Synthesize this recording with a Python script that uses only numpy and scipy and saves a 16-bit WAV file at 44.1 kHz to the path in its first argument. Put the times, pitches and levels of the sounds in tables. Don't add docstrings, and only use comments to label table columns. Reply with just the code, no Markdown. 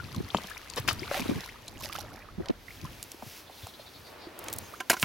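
import sys
import numpy as np
from scipy import signal
from scipy.fft import rfft, irfft
from scipy.io import wavfile

SR = 44100
rng = np.random.default_rng(int(sys.argv[2]) if len(sys.argv) > 2 else 0)


def wrap_up_sound(samples):
    columns = np.atleast_2d(samples).T
    tamed = np.clip(columns, -1, 1)
    steps = np.round(tamed * 32767).astype(np.int16)
    wavfile.write(sys.argv[1], SR, steps)


N = 222308
TIME = np.arange(N) / SR
AGE = TIME[:SR // 4]

# start in seconds, crack level in dB, crack pitch in Hz,
# crack ring time in seconds, ringing level in dB above the crack, brightness in Hz,
# chatter time in seconds, pan in dB.
OAR_THUDS = [(.3469, -7.5, 870, 0.0038, -3.5, 9000, 0.00032, 2.5),
             (.3852, -25.5, 1010, 0.0049, -2.5, 14000, 0.00087, 4),
             (.4435, -33.5, 695, 0.0065, 0.5, 6000, .002, -1)]
OARLOCK_CLACKS = [(.7665, -34.5, 400, 0.0082, 9.5, 6140, 0.0093, 3),
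                  (.7745, -28, 495, 0.034, 8, 9000, 0.0081, 4.4),
                  (.783, -24.5, 506, 0.02, -12, 5500, .008, 1.7),
                  (.8772, -21.5, 2500, 0.0059, 3.5, 18000, 0.0087, 9.4),
                  (.8853, -11.5, 1610, 0.0065, -7.5, 8000, 0.0033, 4.1),
                  (.8882, -9, 2610, 0.0052, -7.5, 7900, 0.0018, 5.6),
                  (.8925, -22.5, 3000, 0.014, 0.5, 7960, 0.016, 3),
                  (.899, -38, 3200, .01, -8, 9000, .004, 4),
                  (.9103, -23, 1250, 0.016, -3, 4500, 0.0033, 6.9)]
FLOAT_KNOCKS = [(4.8022, -24.5, 2230, 0.008, -6, 4000, 0.0017, -6),
                (4.8045, -25, 1550, 0.038, 4.5, 3800, 0.0011, -3),
                (4.8978, -19.5, 2380, 0.013, 11, 20000, 0.0033, -1),
                (4.9005, -11.5, 1600, 0.015, 2, 9900, 0.0033, -3),
                (4.9075, -17.5, 674, 0.035, 0, 3500, 0.0021, 0),
                (4.9145, -25, 1440, 0.01, 11.5, 14000, 0.0052, -1.5),
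                (4.931, -18.5, 1020, 0.013, -1, 14000, 0.0044, -0.5),
                (4.94, -24.5, 1017, 0.053, 3, 1980, 0.0022, -4),
                (4.9675, -26.5, 1460, 0.027, -2, 3000, 0.0039, -3),
                (5.0283, -7, 2490, 0.0018, -7, 3040, 0.0018, -3),
                (5.031, -22.5, 177, 0.1, 1, 2620, 0.0049, 0)]
# pitch in Hz, relative level in dB, ring time in seconds.
OAR_TONES = [(191.3, 3.5, 0.13), (575, 1, 0.027), (940, -9.5, 0.07), (1270, 6, 0.018), (2600, -5.5, 0.032),
             (3100, -5, 0.03), (4400, -9, 0.021), (7030, -5.5, 0.053)]
OARLOCK_TONES = [(110, -11, 0.082), (365, -9, 0.028), (1241, -11, 0.11), (2250, -2, .03),
                 (2990, 0.5, 0.041), (5180, 0, 0.034), (5730, -2, .04), (7160, -12, .04)]
FLOAT_TONES = [(179, -13, 0.049), (354, -10, 0.072), (753, -3, 0.048), (1027, -4, 0.096),
               (1380, -2.5, 0.065), (1630, -1, 0.044), (1780, -20, 0.029), (2220, 6.5, 0.031),
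               (2770, -19, .05), (4870, -13, 0.042), (5940, -3, 0.052), (6850, 0, .05)]
# frequency in Hz, relative level in dB.
OAR_BODY = [(60, -19), (130, 4), (220, 13), (400, -1), (900, -16), (1900, -28), (2700, -22), (3600, -25),
            (7200, -29), (16000, -32)]
OARLOCK_BODY = [(47, -36), (80, -32), (550, -19), (980, -6), (1740, -9), (2330, -12), (4520, -7),
                (5900, -14), (7870, -16), (14000, -9.5), (16000, -23)]
FLOAT_BODY = [(47, -50), (80, -30), (232, -3), (420, -10), (702, -26), (896, -14), (1050, -8.5),
              (2840, -1.5), (3620, -10.5), (4830, -7), (8790, -8), (11200, -4), (16000, -13)]

# start in seconds, peak level in dB, middle frequency in Hz, pan in dB.
TACKLE_TICKS = [(3.0278, -24, 6150, -1), (3.038, -35, 8000, -4), (3.1176, -27, 6300, 0),
                (3.6692, -32.5, 4950, 1), (4.3906, -23.5, 11000, 2), (4.441, -32.5, 9000, -1),
                (4.4838, -22.5, 3670, -1), (4.5, -32, 7000, -1), (4.5284, -19.5, 7860, -1),
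                (4.5366, -18, 10900, 0), (4.5625, -26, 11000, -1), (4.5852, -20, 9800, -2.5),
                (4.998, -26.5, 6600, -1)]
DROPS_AND_SLAP = [(.147, -35, 4500, 9), (.3703, -29, 4560, 3), (.499, -34, 10700, 5), (.6998, -28, 5270, 7),
                  (.7366, -29, 3500, 6), (.7607, -30, 7500, 4), (.7985, -31, 13000, 0),
                  (.9297, -25, 8950, 4), (1.1128, -20, 905, 6), (1.1436, -22, 1940, -10),
                  (1.681, -27.5, 4840, 2), (1.857, -29, 4330, -11), (1.926, -25.5, 2700, -7),
                  (1.961, -35, 3660, -9), (1.9867, -33, 5060, -11), (2.458, -32.5, 3040, 1),
                  (2.4854, -27, 3460, -7), (2.502, -33.5, 2200, -3)]
HAND_TAPS = [(3.143, -39.5, 298, 0), (3.2235, -29.5, 740, -4.5), (3.496, -38, 670, -3),
             (3.668, -33.5, 740, 1), (3.795, -38.5, 600, -2), (4.391, -43, 700, 0)]
# start in seconds, peak level in dB, pitch in Hz,
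# rise in octaves per ring time, pan in dB.
BUBBLES = [(.001, -32.5, 1450, -0.2, 11), (.146, -39, 1170, -1, 13), (.303, -34, 3160, 2.5, 10),
           (0.3692, -27.5, 2875, 3, 7.5), (0.5142, -36.5, 1640, 0.5, 16), (0.5696, -37, 2210, 1.2, 13),
           (.9937, -33, 4670, 1, 10), (1.02, -32.5, 322, 1.5, 11), (1.0317, -30.5, 2080, 1.2, 5),
           (1.1128, -22.5, 535, 0.5, 2), (1.15, -27, 754, 0.2, -4), (1.173, -28, 581, 0, -2),
           (1.2174, -31, 2300, 1, 8), (1.44, -39, 4020, .1, -8), (1.49, -35, 1850, 2.7, 4),
           (1.6818, -37, 3940, 0.5, 4), (1.811, -37.5, 1056, .1, -2), (1.897, -36, 1140, 0.8, -8),
           (1.926, -34.5, 2380, 0, -6), (1.953, -32, 1205, 1.5, -11), (1.9854, -33.5, 782, 0.5, -7),
           (2.287, -41.5, 1177, 0.8, -9), (2.6826, -37.5, 1930, 1, -11), (2.7063, -38.5, 2030, 1.2, 4),
           (2.85, -34.5, 1060, -0.3, 2), (4.27, -35, 342, -0.2, -2), (4.738, -36.5, 1130, 2, -10)]
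# start in seconds, relative level in dB, length in seconds.
SPLASHES = [(1.103, -40, 0.049), (1.144, -35.5, 0.066), (1.236, -45, 0.09), (1.95, -41.5, 0.015)]
# start in seconds, peak level in dB, middle frequency in Hz,
# length in seconds.
PUFFS = [(.031, -32, 128, 0.043), (0.162, -22, 143, .035), (0.201, -20.5, 214, 0.011),
         (0.79, -29, 111, 0.02), (1.185, -24, 195, 0.052), (1.256, -24.5, 278, 0.0094),
         (1.289, -14.5, 236, 0.015), (1.307, -21, 240, 0.033), (1.351, -26.5, 168, 0.04),
         (2.379, -25, 134, 0.016), (2.397, -20.5, 270, .022), (2.494, -16, 300, 0.017),
         (2.822, -31, 113, .04), (3.226, -36, 179, .013), (3.26, -36.5, 125, 0.021), (3.63, -35, 107, .02)]

# time of full strength in seconds, relative level in dB,
# time held in seconds.
WASHES = [(0, -49.5, 0.4), (.42, -45.5, 0.089), (.7, -49, 0.24), (1.07, -42.5, 0.33), (1.93, -57, .04),
          (2.85, -51.5, 0.073)]
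POURS = [(1.66, -55, .14), (1.85, -43, 0.0041), (1.95, -45, 0.04), (2.05, -48, 0.17), (2.46, -45, 0.011)]
GUSTS = [(0, -46, .02), (.17, -39, 0.023), (.86, -42, 0.14), (1.29, -43.5, 0.034), (1.72, -48.5, 0.39),
         (2.38, -49, 0.042), (2.82, -47, 0.089), (4.0, -56, .02), (4.48, -49.5, .14)]
SLEEVE_STROKES = [(2.72, -52, 0.042), (2.93, -54, 0.21), (3.28, -47, .115), (3.58, -50, 0.11),
                  (3.76, -56, 0.35), (4.47, -53.5, 0.16), (4.67, -52, 0.099), (5.01, -43.5, .05)]
JACKET_RUBS = [(3.0, -58.5, .95), (4.13, -50, 0.13), (4.45, -43, .05), (4.6, -51, 0.13), (5.0, -56, .04)]
ROCKING = [(.75, -56, 2.2)]
# start in seconds, peak level in dB, pitch in Hz.
WHISTLES = [(4.6, -48, 6950), (4.735, -51, 6840)]

# frequency in Hz, relative level in dB.
WATER_COLOUR = [(200, -17), (450, -4.5), (750, -1), (1300, -8.5), (2300, -2), (4000, -7), (6000, -11),
                (8000, -17.5), (10000, -15), (11700, -14), (16000, -21)]
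DRIP_COLOUR = [(300, -22), (600, -9), (1200, -15), (2500, 1), (5000, 7), (8000, -6), (11700, 4.5),
               (16000, -5)]
SPATTER_COLOUR = [(1500, -14), (4000, 11.5), (6000, 13.5), (8500, -7.5), (11500, 10.5), (16000, -10)]
WIND_COLOUR = [(20, -16), (45, -14.5), (95, 3), (170, -9), (300, -9), (600, -25), (2000, -79)]
SLEEVE_COLOUR = [(800, -1), (2400, 8), (4000, 6.5), (5500, 7.5), (7500, 0), (10000, 0.5), (11800, 6.5),
                 (13500, -1.5), (15500, 3.5)]
JACKET_COLOUR = [(100, -23), (350, 0), (900, -2.5), (1600, -8), (3000, -12.5), (7000, -28), (16000, -29)]
RIVER_COLOUR = [(18, -39), (30, 2.5), (77, 13), (153, 5), (259, 9), (801, 2.5), (1190, 0.5), (4080, -4.5),
                (6210, -10), (7670, -18), (9970, -16.5), (11700, -11.5), (14800, -24), (16000, -14)]

WASH_ATTACK_S, WASH_RELEASE_S = 0.15, 0.14


def knocks(blows, tones, body, body_t60, tones_db, width, chatter_db, left_delay_s):
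    out = np.zeros((2, N))
    ring = unit(sum(undb(db) * fade(t60) * np.sin(2 * np.pi * hz * AGE) * (-1) ** k
                    for k, (hz, db, t60) in enumerate(tones)))
    for s, db, hz, t60, ringing_db, bright_hz, chatter_s, pan_db in blows:
        blur = unit(colour(stereo_noise(width, len(AGE)), body) * fade(body_t60))
        contact = undb(chatter_db) * rng.standard_normal(len(AGE)) * np.exp(-AGE / chatter_s)
        contact *= rng.random(len(AGE)) < .15
        contact[0] = 1
        soft = np.exp(-2 * np.pi * bright_hz / SR)
        contact = signal.lfilter([1], np.poly([soft, soft]), contact)
        ringing = signal.fftconvolve(blur + undb(tones_db) * ring, contact[None])[:, :len(AGE)]
        crack = unit(band(np.sin(2 * np.pi * hz * AGE) * fade(t60), hz, spread=4.1))
        add(out, s, crack + undb(ringing_db) * unit(ringing), db, pan_db)
    return np.array([np.interp(TIME - left_delay_s, TIME, out[0]), out[1]])


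def skid(peak_s=5.026, peak_db=-20):
    hiss = band(stereo_noise(.08, N), hz=9800, spread=2.0)
    return unit(hiss * swells([(peak_s, 0, 0)], attack_s=0.01, release_s=0.0058)) * undb(peak_db)


def ticks(rows, t60, spread, width):
    out = np.zeros((2, N))
    for s, db, hz, pan_db in rows:
        burst = stereo_noise(width, len(AGE)) * fade(t60)
        add(out, s, unit(band(burst, hz, spread)), db, pan_db)
    return out


def plops(stray_db=-13, lean_db=8, cross_s=0.5):
    out = np.zeros((2, N))
    for s, db, hz, rise, pan_db in BUBBLES:
        t60 = 0.05 / (hz / 1000) ** .4
        add(out, s, bubble(hz, t60, rise), db, pan_db)
    strays = swarm(count=70, scatter_db=-0.5, cycles=51, low_hz=920, high_hz=4590, tilt_db=13, climb=0.83)
    drift = pan(lean_db * np.tanh(2 * (cross_s - TIME)))
    return out + undb(stray_db) * strays * swells(WASHES, WASH_ATTACK_S, WASH_RELEASE_S) * drift


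def lapping(ripple_db=-3, fizz_db=-5, spatter_db=-10, froth_db=-8):
    washes = swells(WASHES, WASH_ATTACK_S, WASH_RELEASE_S) * pan(2)
    splashes = sum(undb(db) * np.exp(-((TIME - s) / length * 2 - 1) ** 4) for s, db, length in SPLASHES)
    fizz = swarm(count=700, scatter_db=2.8, cycles=30, low_hz=900, high_hz=6000, tilt_db=-2, climb=.45)
    froth = swarm(count=1500, scatter_db=1, cycles=14, low_hz=725, high_hz=5060, tilt_db=-5, climb=0.72)
    ripples = undb(ripple_db) * (undb(fizz_db) * fizz + spray(WATER_COLOUR, scatter_db=2.5, width=0.65))
    slosh = undb(froth_db) * froth + spray(WATER_COLOUR, scatter_db=3.0, width=0.3)
    droplets = undb(spatter_db) * spatter(per_s=14, t60=0.012)
    return (ripples + droplets) * washes + slosh * splashes


def trickle(gurgle_db=-5, chirp_db=-8, patter_db=-4, spatter_db=-7, thins_at_s=1.97, thinning_s=0.13):
    gurgle = swarm(count=1200, scatter_db=3.5, cycles=25, low_hz=513, high_hz=2430, tilt_db=-.5, climb=.8)
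    chirps = swarm(count=450, scatter_db=3.5, cycles=30, low_hz=2200, high_hz=9000, tilt_db=-1, climb=.5)
    drops = undb(chirp_db) * chirps + undb(patter_db) * spray(DRIP_COLOUR, scatter_db=6.0, width=0.66)
    drops += undb(spatter_db) * spatter(per_s=8.3, t60=0.026)
    thinning = np.exp(-np.maximum(TIME - thins_at_s, 0) / thinning_s)
    flow = swells(POURS, attack_s=0.05, release_s=0.052)
    return (undb(gurgle_db) * gurgle + drops * thinning) * flow * pan(-3)


def bubble(hz, t60, rise, onset_s=0.000089):
    age = AGE[:int(t60 * SR) + 8]
    pitch = hz * 2 ** (rise * age / t60)
    tone = np.sin(2 * np.pi * np.cumsum(pitch) / SR)
    return unit(tone * np.exp(-np.log(1000) * age / t60) * (1 - np.exp(-age / onset_s)))


def swarm(count, scatter_db, cycles, low_hz, high_hz, tilt_db, climb, span_s=3.0):
    out = np.zeros((2, N))
    for k, (when, pitch, length, rise, strength, side) in enumerate(rng.random((count, 6))):
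        hz = low_hz * (high_hz / low_hz) ** pitch
        db = scatter_db * min(-np.log(1 - strength), 3) + tilt_db * pitch
        t60 = cycles * (0.354 + length) / hz
        add(out, (k + when) / count * span_s, bubble(hz, t60, climb * rise), db, pan_db=14 * (side - .5))
    return out / out.std()


def spray(points, scatter_db, width):
    sizes = undb(scatter_db * np.minimum(rng.exponential(size=N // 32 + 1), 5))
    return colour(stereo_noise(width, N) * np.repeat(sizes, 32)[:N], points)


def spatter(per_s, t60):
    hits = (rng.random((2, N)) < per_s / SR) * rng.uniform(0.19, 1, (2, N)) ** 2
    hits = hits + 2.1 * hits[::-1]
    bursts = signal.fftconvolve(hits, fade(t60)[None])[:, :N] * rng.standard_normal(N)
    return colour(bursts, SPATTER_COLOUR)


def wind(rumble_db=-1, apart_hz=190):
    flutter_db = 2.5 * colour(rng.standard_normal(N), [(10, 0), (25, -10), (60, -60)])
    gusts = swells(GUSTS, attack_s=0.07, release_s=0.091)
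    out = colour(stereo_noise(0.34, N), WIND_COLOUR) * gusts * undb(rumble_db + flutter_db)
    for s, db, hz, length in PUFFS:
        swirl = stereo_noise((hz / apart_hz) ** 2, len(AGE)) * np.exp(-(AGE / length * 2 - .7) ** 2)
        add(out, s, unit(band(swirl, hz, spread=1.474)), db)
    return out


def clothes(hiss_db=-1):
    grain = undb(2 * np.repeat(rng.standard_normal(N // 24 + 1), 24)[:N])
    hiss = colour(stereo_noise(0.074, N) * grain, SLEEVE_COLOUR)
    hiss *= swells(SLEEVE_STROKES, attack_s=0.088, release_s=0.041)
    rub = colour(stereo_noise(0.47, N) * grain, JACKET_COLOUR)
    rub *= swells(JACKET_RUBS, attack_s=0.11, release_s=.09)
    return undb(hiss_db) * hiss + rub


def bird(start_s=3.458, song_db=-42.5, song_hz=3850, count=11, rise_octaves=0.19, soft_start_db=-5):
    out, s = np.zeros((2, N)), start_s
    for k in range(count):
        ending = (k / (count - 1)) ** 5
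        hz = song_hz * 2 ** (rise_octaves * np.sin(np.pi / 2 * ending))
        note = bird_note(hz, length_s=0.031 + 0.081 * ending, buzz=0.18, slide_octaves=-.03)
        add(out, s, note, song_db + soft_start_db * np.exp(-k))
        s += .053 + .15 * ending
    for s, db, hz in WHISTLES:
        add(out, s, bird_note(hz, length_s=0.091, buzz=0.046, slide_octaves=-0.15), db)
    return out


def bird_note(hz, length_s, buzz, slide_octaves, trill_hz=130, hoarse=.35, echo_t60=.11):
    progress = np.minimum(AGE / length_s, 1)
    waver = hoarse * colour(rng.standard_normal(len(AGE)), [(100, -26), (300, 17), (700, 5), (1500, -35)])
    trill = 0.66 * np.sin(2 * np.pi * trill_hz * AGE)
    pitch = hz * 2 ** (slide_octaves * progress) * (1 + buzz * (trill + waver))
    tone = np.sin(2 * np.pi * np.cumsum(pitch) / SR) * np.sin(np.pi * progress)
    echoes = stereo_noise(0.47, len(AGE)) * fade(echo_t60)
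    return unit(signal.fftconvolve(tone[None], echoes))


def hull():
    rumble = band(stereo_noise(0.31, N), hz=48, spread=1.7)
    return rumble / rumble.std() * swells(ROCKING, attack_s=0.6, release_s=.12)


def river(level_db=-55, width=0.57, wide_above_hz=250):
    shared, opposed = colour(rng.standard_normal((2, N)), RIVER_COLOUR)
    bass_cut = signal.butter(1, wide_above_hz, "high", fs=SR, output="sos")
    opposed = width * signal.sosfilt(bass_cut, opposed)
    return undb(level_db) * np.array([shared + opposed, shared - opposed])


def undb(db):
    return 10 ** (np.asarray(db) / 20)


def pan(db):
    return undb(np.vstack([db, -db]) / 2)


def fade(t60):
    return np.exp(-np.log(1000) * AGE / t60)


def swells(rows, attack_s, release_s):
    power = np.zeros(N)
    for s, db, hold in rows:
        away = np.maximum(s - TIME, 0) / attack_s + np.maximum(TIME - s - hold, 0) / release_s
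        power += (undb(db) * np.exp(-away)) ** 2
    return np.sqrt(power)


def unit(x):
    return x / np.abs(x).max()


def colour(x, points):
    hz, db = np.transpose(points)
    freqs = np.maximum(np.fft.rfftfreq(x.shape[-1], 1 / SR), 1)
    gain = undb(np.interp(np.log(freqs), np.log(hz), db))
    shaped = irfft(rfft(x) * gain, x.shape[-1])
    return shaped / shaped.std()


def band(x, hz, spread):
    edges = [hz / spread, min(hz * spread, .45 * SR)]
    return signal.sosfilt(signal.butter(2, edges, "band", fs=SR, output="sos"), x)


def stereo_noise(width, size):
    shared, opposed = rng.standard_normal((2, size))
    return np.array([shared + width * opposed, shared - width * opposed]) / np.hypot(1, width)


def add(out, s, sound, db, pan_db=0):
    start = int(s * SR)
    sound = sound * undb(db) * pan(pan_db)
    out[:, start:start + sound.shape[1]] += sound[:, :N - start]


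def scene():
    oar = knocks(OAR_THUDS, OAR_TONES, OAR_BODY, body_t60=0.088,
                 tones_db=7.0, width=0.11, chatter_db=-33, left_delay_s=.00005)
    oarlock = knocks(OARLOCK_CLACKS, OARLOCK_TONES, OARLOCK_BODY, body_t60=0.076,
                     tones_db=-8.0, width=0.49, chatter_db=-7.0, left_delay_s=.00004)
    fishing_float = knocks(FLOAT_KNOCKS, FLOAT_TONES, FLOAT_BODY, body_t60=0.039,
                           tones_db=-5.5, width=0.069, chatter_db=-9.5, left_delay_s=0)
    tackle = ticks(TACKLE_TICKS, t60=0.015, spread=1.97, width=0.063)
    drops_and_slap = ticks(DROPS_AND_SLAP, t60=0.016, spread=1.65, width=.09)
    taps = ticks(HAND_TAPS, t60=0.029, spread=1.31, width=0.18)
    boat = oar + oarlock + fishing_float + skid() + tackle + taps + hull()
    water = drops_and_slap + plops() + lapping() + trickle()
    return boat + water + wind() + clothes() + bird() + river()


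def record(dry):
    return signal.sosfilt(signal.ellip(10, .2, 80, 16100, fs=SR, output="sos"), dry)


dry = scene()
out = record(dry)
wrap_up_sound(out)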